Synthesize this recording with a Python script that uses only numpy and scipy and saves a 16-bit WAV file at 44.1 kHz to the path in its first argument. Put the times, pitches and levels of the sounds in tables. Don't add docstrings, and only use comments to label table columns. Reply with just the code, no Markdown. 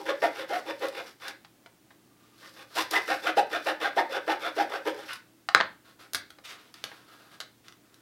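import sys
import numpy as np
from scipy import signal
from scipy.fft import rfft, irfft
from scipy.io import wavfile
from scipy.ndimage import uniform_filter1d

SR = 44100
rng = np.random.default_rng(int(sys.argv[2]) if len(sys.argv) > 2 else 0)


def materialize(psi):
    bounded = np.clip(np.atleast_2d(psi).T, -1, 1)
    quanta = np.round(bounded * 32767).astype(np.int16)
    wavfile.write(sys.argv[1], SR, quanta)


N = 353593

# (start [s], length [s], top tooth rate [Hz], bite [dB], rasp [dB])
PUSH_STROKES = [(-0.065, 0.128, 400.0, -31, -46.5), (0.209, 0.078, 710.0, -21.5, -28),
                (0.477, 0.146, 750.0, -27.0, -34), (0.793, 0.11, 560.0, -27.5, -34),
                (1.025, 0.115, 350.0, -49.5, -51.5), (2.369, 0.186, 600.0, -51, -50.5),
                (2.746, 0.097, 1000.0, -28, -26.5), (3.062, 0.126, 800.0, -27.5, -29.5),
                (3.361, 0.059, 840.0, -19, -26), (3.648, 0.09, 880.0, -22.5, -26),
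                (3.958, 0.071, 930.0, -19.0, -26), (4.259, 0.108, 900.0, -23.5, -29.5),
                (4.555, 0.101, 830.0, -22.5, -29), (4.841, 0.087, 480.0, -25, -35),
                (5.06, 0.13, 750.0, -60.0, -38.5)]
PULL_STROKES = [(0.049, 0.084, 570.0, -28.5, -32), (0.311, 0.152, 550.0, -38.5, -39.0),
                (0.649, 0.083, 580.0, -32.5, -37), (0.915, 0.117, 520.0, -37.5, -39.5),
                (1.189, 0.136, 850.0, -44.5, -41), (2.53, 0.126, 600.0, -50, -50.0),
                (2.9, 0.1, 1020.0, -29, -27), (3.217, 0.1, 740.0, -31, -30.5),
                (3.495, 0.098, 720.0, -32, -31.5), (3.795, 0.101, 810.0, -29, -27),
                (4.09, 0.106, 850.0, -32, -31), (4.388, 0.12, 720.0, -34.5, -33),
                (4.681, 0.114, 780.0, -34, -35), (4.907, 0.187, 340.0, -44, -49)]
# (centre [Hz], width [Hz], gain [dB])
FRAME_MODES = [(324.3, 38, -3), (394, 43, -5), (536.4, 50, 0), (717, 94, -10), (807, 89, -5.5),
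               (996, 97, -11.5)]
KERF_MODES = [(1173, 320, -4), (1490, 203, 1.5), (1788, 196, -0.5), (2086, 220, -2), (2510, 620, -6),
              (3110, 405, -7), (3504, 260, -7.5), (4170, 180, -13), (4430, 260, -18), (5560, 780, -22.5)]
FREE_BLADE_MODES = [(2500, 90, -12), (3530, 89, -1)]
SWISH_MODES = [(2300, 1300, 1.5), (3670, 370, 5), (4770, 1400, -5.5)]
# (centre time [s], width [s, sign unused], pitch [Hz], level [dB])
KERF_SQUEAK = (2.5, -0.4, 1180, -69)
# (time [s], level [dB], treble gain [dB], decay [s])
WING_KNOCKS = [(1.448, -58.5, 20, 0.0051), (1.661, -43.5, 1, 0.006), (1.905, -54, 2, 0.016),
               (5.488, -21.5, 6.5, 0.0024), (5.5482, -1, 1.5, .0013), (5.603, -12, -21, 0.0014),
               (5.6097, -8, -25, 0.0014), (6.386, -38.5, -14, 0.0028), (6.916, -39.5, -25, 0.0068)]
FIBRE_SNAPS = [(.885, -40, 12.5, .002), (1.281, -28, -4, 0.0058), (2.911, -33.5, 14.5, 0.0039),
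               (4.874, -37, 6, 0.0037), (5.133, -29.5, 3, 0.0024), (6.134, -28.5, 15, 0.0013),
               (6.147, -17, 1, 0.0035), (6.153, -17.5, -5, 0.0024), (6.304, -35, -7, 0.0026),
               (6.741, -34, -10, .003), (6.84, -19.5, -6, .002), (7.403, -22.5, -14, 0.0021),
               (7.411, -26.5, -14.5, .002), (7.683, -37, -6, .0027), (7.724, -38.5, -13, 0.0013),
               (7.943, -50.5, 11.5, .0017)]
# (start [s], length [s], level [dB], swish re level [dB])
RUB_STROKES = [(2.16, 0.51, -66, 1), (2.698, 0.096, -49, -17), (5.842, .11, -54, -11),
               (5.988, 0.096, -48, -7), (6.437, 0.12, -49, 6.5), (6.489, 0.26, -53.5, -2.5),
               (6.74, 0.17, -56.5, 1), (6.85, 0.29, -52.5, -7), (7.077, 0.32, -53, -12),
               (7.309, 0.092, -55, -3), (7.637, 0.078, -57.5, 0), (7.8, 0.38, -64.5, -18)]
# (frequency [Hz], relative density [dB])
HISS_SPECTRUM = [(1500, -8), (3500, 9.5), (5500, 9.5), (6600, -1), (8000, -1), (10000, -2), (12500, -0.5),
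                 (15500, -12)]
KNOCK_SPECTRUM = [(60, -31), (170, -18.5), (400, -7), (800, 4), (1150, 0.5), (1500, 1), (2000, 0),
                  (2700, -10.5), (3900, -6), (5400, -16), (7500, -24.5), (11000, -35.5), (16000, -44)]
SNAP_SPECTRUM = [(60, -25), (200, -15.5), (450, -10), (600, -4), (950, -9), (1500, 2.5), (2400, -7),
                 (3700, -0.5), (5500, -3), (7500, -13.5), (11000, -10), (16000, -22)]
RUB_SPECTRUM = [(150, -26), (400, -2), (900, -2.5), (1450, 5), (2200, -8.5), (4200, -4.5), (7000, -19),
                (12000, -15.5), (16000, -28)]
AIR_SPECTRUM = [(15, -45), (25, -22.5), (37, -20.5), (70, -12.5), (120, -9.5), (189, -4), (316, -4),
                (486, -11.5), (729, -12.5), (857, -15), (1780, -18.5), (1930, -18), (2390, -19.5),
                (13800, -25.5), (15800, -23.5)]
# (frequency [Hz], T60 [s], level re direct [dB])
ROOM_DECAY = [(150, .45, 6.5), (488, 0.21, 0), (1530, 0.3, -2.5), (3860, 0.27, -5.5), (8000, 0.12, -5.5),
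              (15000, .18, -10)]
# (frequency [Hz], rms level [dB])
HUM_TONES = [(119, -74.5), (298, -73), (331, -73.5)]


def saw(jitter=0.03, flutter_db=3, gating=0.6, firm_bite_db=-30, fast_hz=480,
        thrum_db=-6.5, rasp_db=-1, hiss_db=0.77, drag_db=-9, highpass_hz=285):
    tooth_hz, bite, octave, rasp, hiss = pushes() + pulls()
    phase = 2 * np.pi * np.cumsum(tooth_hz * (1 + jitter * drift(450))) / SR
    grip = rms_one(from_db(flutter_db * drift(200)))
    tearing = rms_one(grip ** 0.93 * (1 + gating * np.cos(phase)))
    in_step = np.tanh(bite / from_db(firm_bite_db)) ** 0.5 * np.minimum(tooth_hz / fast_hz, 1) ** 2
    frame_gain = 0.32 + mode_gain(tooth_hz, FRAME_MODES)
    buzz = bite * in_step * frame_gain * grip * np.sqrt(2) * np.sin(phase)
    flutter = rms_one(from_db(flutter_db / 2 * drift(300)))
    buzz += octave * mode_gain(2 * tooth_hz, KERF_MODES) * flutter * np.sin(2 * phase)
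    thrum = from_db(thrum_db) * bite * resonate(tearing * grains(6000, 1.6), FRAME_MODES, wander_db=3)
    fibres = from_db(rasp_db) * rasp * resonate(tearing * grains(4200, 1.9), KERF_MODES, wander_db=2)
    drag = from_db(drag_db) * uniform_filter1d(hiss, size=SR // 6)
    kerf_noise = colour(tearing * grains(9000, 2.1), HISS_SPECTRUM)
    kerf_hiss = from_db(hiss_db) * np.hypot(hiss, drag) * kerf_noise
    highpass = signal.butter(3, highpass_hz, "high", fs=SR, output="sos")
    return signal.sosfilt(highpass, buzz + thrum + fibres) + kerf_hiss


def pushes():
    return strokes(PUSH_STROKES, bite_at=0.32, shortness=2.33, fastest_at=0.46, glide=1.05,
                   hiss_db=-47, fresh_hiss_db=9, octave_db=-3.5, fresh_octave_db=-2.5, slide_s=0.012)


def pulls():
    return strokes(PULL_STROKES, bite_at=0.64, shortness=0.71, fastest_at=0.66, glide=1.3,
                   hiss_db=-47.5, fresh_hiss_db=16.5, octave_db=-2.5, fresh_octave_db=11.5,
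                   slide_s=0.0037)


def strokes(table, bite_at, shortness, fastest_at, glide, hiss_db, fresh_hiss_db, octave_db,
            fresh_octave_db, slide_s, fresh_cut_s=2.74, sink_in_s=0.28,
            hiss_db_per_db=0.45, usual_rasp_db=-29.5):
    t = np.arange(N) / SR
    tooth_hz, bite, octave, rasp, hiss = np.zeros((5, N))
    for start_s, length_s, top_hz, bite_db, rasp_db in table:
        now = slice(*np.searchsorted(t, [start_s - slide_s, start_s + length_s]))
        along = (t[now] - start_s) / length_s
        fresh = np.exp((fresh_cut_s - start_s) / sink_in_s) * (start_s > fresh_cut_s)
        speed = arch(along, fastest_at)
        pressure = arch(along, bite_at) ** shortness
        tooth_hz[now] += top_hz * speed ** glide
        bite[now] += from_db(bite_db) * pressure
        rasp[now] += from_db(rasp_db) * np.sqrt(pressure) * speed
        octave[now] += from_db(rasp_db + octave_db + fresh_octave_db * fresh) * pressure * speed ** 2
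        sliding = arch((t[now] - start_s + slide_s) / (length_s + slide_s), 0.52)
        slide_db = hiss_db + hiss_db_per_db * (rasp_db - usual_rasp_db) + fresh_hiss_db * fresh
        hiss[now] += from_db(slide_db) * sliding
    return np.array([tooth_hz, bite, octave, rasp, hiss])


def blade_ring(ring_db=-12, squeak_width_hz=20):
    _, _, _, rasp, _ = pulls()
    centre_s, width_s, hz, db = KERF_SQUEAK
    swell = np.exp(-((np.arange(N) / SR - centre_s) / width_s) ** 2)
    squeak = from_db(db) * swell * resonate(rng.standard_normal(N), [(hz, squeak_width_hz, 0)])
    return from_db(ring_db) * rasp * resonate(rng.standard_normal(N), FREE_BLADE_MODES) + squeak


def impacts(table, spectrum, treble_hz, rattle_db, rattle_s, gain_db=-4, size=4096):
    out = np.zeros(N + size)
    age_s = np.arange(size) / SR
    contacts = rng.choice([-1., 1.], (len(table), size))
    rattle = from_db(rattle_db) * np.exp(-age_s / rattle_s)
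    for (time_s, db, treble_db, decay_s), contact in zip(table, contacts):
        burst = from_db(db) * contact * (np.exp(-age_s / decay_s) + rattle)
        treble = burst - signal.lfilter(*signal.butter(1, treble_hz, fs=SR), burst)
        onset = round(time_s * SR)
        out[onset:onset + size] += burst + (from_db(treble_db) - 1) * treble
    return from_db(gain_db) * colour(out[:N], spectrum)


def rubbing(gain_db=-5, uneven_db=2, firmest_at=0.16):
    t = np.arange(N) / SR
    scuff, swish = np.zeros((2, N))
    for start_s, length_s, db, swish_db in RUB_STROKES:
        now = slice(*np.searchsorted(t, [start_s, start_s + length_s]))
        touch = from_db(db) * arch((t[now] - start_s) / length_s, firmest_at)
        scuff[now] += touch
        swish[now] += from_db(swish_db) * touch
    scuff *= colour(grains(9000, 2.9), RUB_SPECTRUM)
    swish *= resonate(rng.standard_normal(N), SWISH_MODES)
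    return from_db(gain_db + uneven_db * drift(70)) * (scuff + swish)


def room(x, gap_s=0.0035, bands=9):
    age_s = np.arange(SR * 2 // 3) / SR
    white = rng.standard_normal((2, len(age_s)))
    edges_hz = np.geomspace(60, 18000, bands + 1)
    tail = 0
    for k, (low, high) in enumerate(zip(edges_hz, edges_hz[1:])):
        hz = np.sqrt(low * high)
        band = signal.sosfilt(signal.butter(2, [low, high], "band", fs=SR, output="sos"), white[k % 2])
        band *= from_db(-60 * age_s / at_hz(ROOM_DECAY, hz)) * (age_s > gap_s)
        gain = np.sqrt(2 * (high - low) / SR) * from_db(at_hz(ROOM_DECAY, hz, column=2))
        tail += gain * band / np.linalg.norm(band)
    return x + signal.oaconvolve(x, tail)[:N]


def background(air_db=-62.5, waver_db=1.5):
    t = np.arange(N) / SR
    hum = 0
    for hz, db in HUM_TONES:
        amplitude = np.sqrt(2) * from_db(db + waver_db * drift(6))
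        hum += amplitude * np.sin(2 * np.pi * hz * t + drift(1.9))
    return hum + from_db(air_db) * colour(rng.standard_normal(N), AIR_SPECTRUM)


def grains(per_s, spread_db):
    clicks = (rng.random(N) < per_s / SR) * rng.choice([-1, 1], N)
    return rms_one(clicks * from_db(spread_db * np.minimum(rng.exponential(1, N), 5)))


def resonate(x, modes, wander_db=0):
    out = 0
    for k, (hz, width_hz, db) in enumerate(modes):
        radius = np.exp(-np.pi * width_hz / SR)
        forward = np.array([1, 0, -1]) * (1 - radius ** 2) / 2
        feedback = [1, -2 * radius * np.cos(2 * np.pi * hz / SR), radius ** 2]
        drive = x * from_db(db + wander_db * drift(18))
        out += (-1) ** k * signal.lfilter(forward, feedback, drive)
    return rms_one(out)


def mode_gain(hz, modes):
    return sum(from_db(db) / (1 + ((hz - centre) / width * 2) ** 2) for centre, width, db in modes)


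def colour(x, spectrum, size=4096):
    cepstrum = irfft(np.log(from_db(at_hz(spectrum, np.fft.rfftfreq(size, 1 / SR)))))
    cepstrum[1:size // 2] *= 2
    cepstrum[size // 2 + 1:] = 0
    response = irfft(np.exp(rfft(cepstrum)))
    return signal.oaconvolve(x, response / np.linalg.norm(response))[:N]


def arch(along, peak_at):
    return np.sin(np.pi / 2 * np.interp(along, [0, peak_at, 1], [0, 1, 2]))


def drift(per_s):
    knots = rng.standard_normal(N // 10)
    return np.interp(np.arange(N) / SR * per_s, np.arange(len(knots)), knots)


def at_hz(table, hz, column=1):
    table = np.array(table)
    return np.interp(np.log(np.maximum(hz, 1)), np.log(table[:, 0]), table[:, column])


def rms_one(x):
    return x / np.sqrt(np.mean(x ** 2) + 1e-20)


def from_db(db):
    return 10 ** (np.asarray(db) / 20)


def scene(extra_direct_db=-6):
    knocks = impacts(WING_KNOCKS, KNOCK_SPECTRUM, treble_hz=3500, rattle_db=-25.5, rattle_s=0.02)
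    snaps = impacts(FIBRE_SNAPS, SNAP_SPECTRUM, treble_hz=7000, rattle_db=-22.5, rattle_s=0.016)
    bench = saw() + blade_ring() + knocks + snaps + rubbing()
    return (room(bench) + from_db(extra_direct_db) * knocks + background())[None]


def record(dry, cutoff_hz=15950):
    lowpass = signal.ellip(10, 0.1, 80, cutoff_hz, fs=SR, output="sos")
    return signal.sosfilt(lowpass, np.clip(dry, -1, 1))


dry = scene()
out = record(dry)
materialize(out)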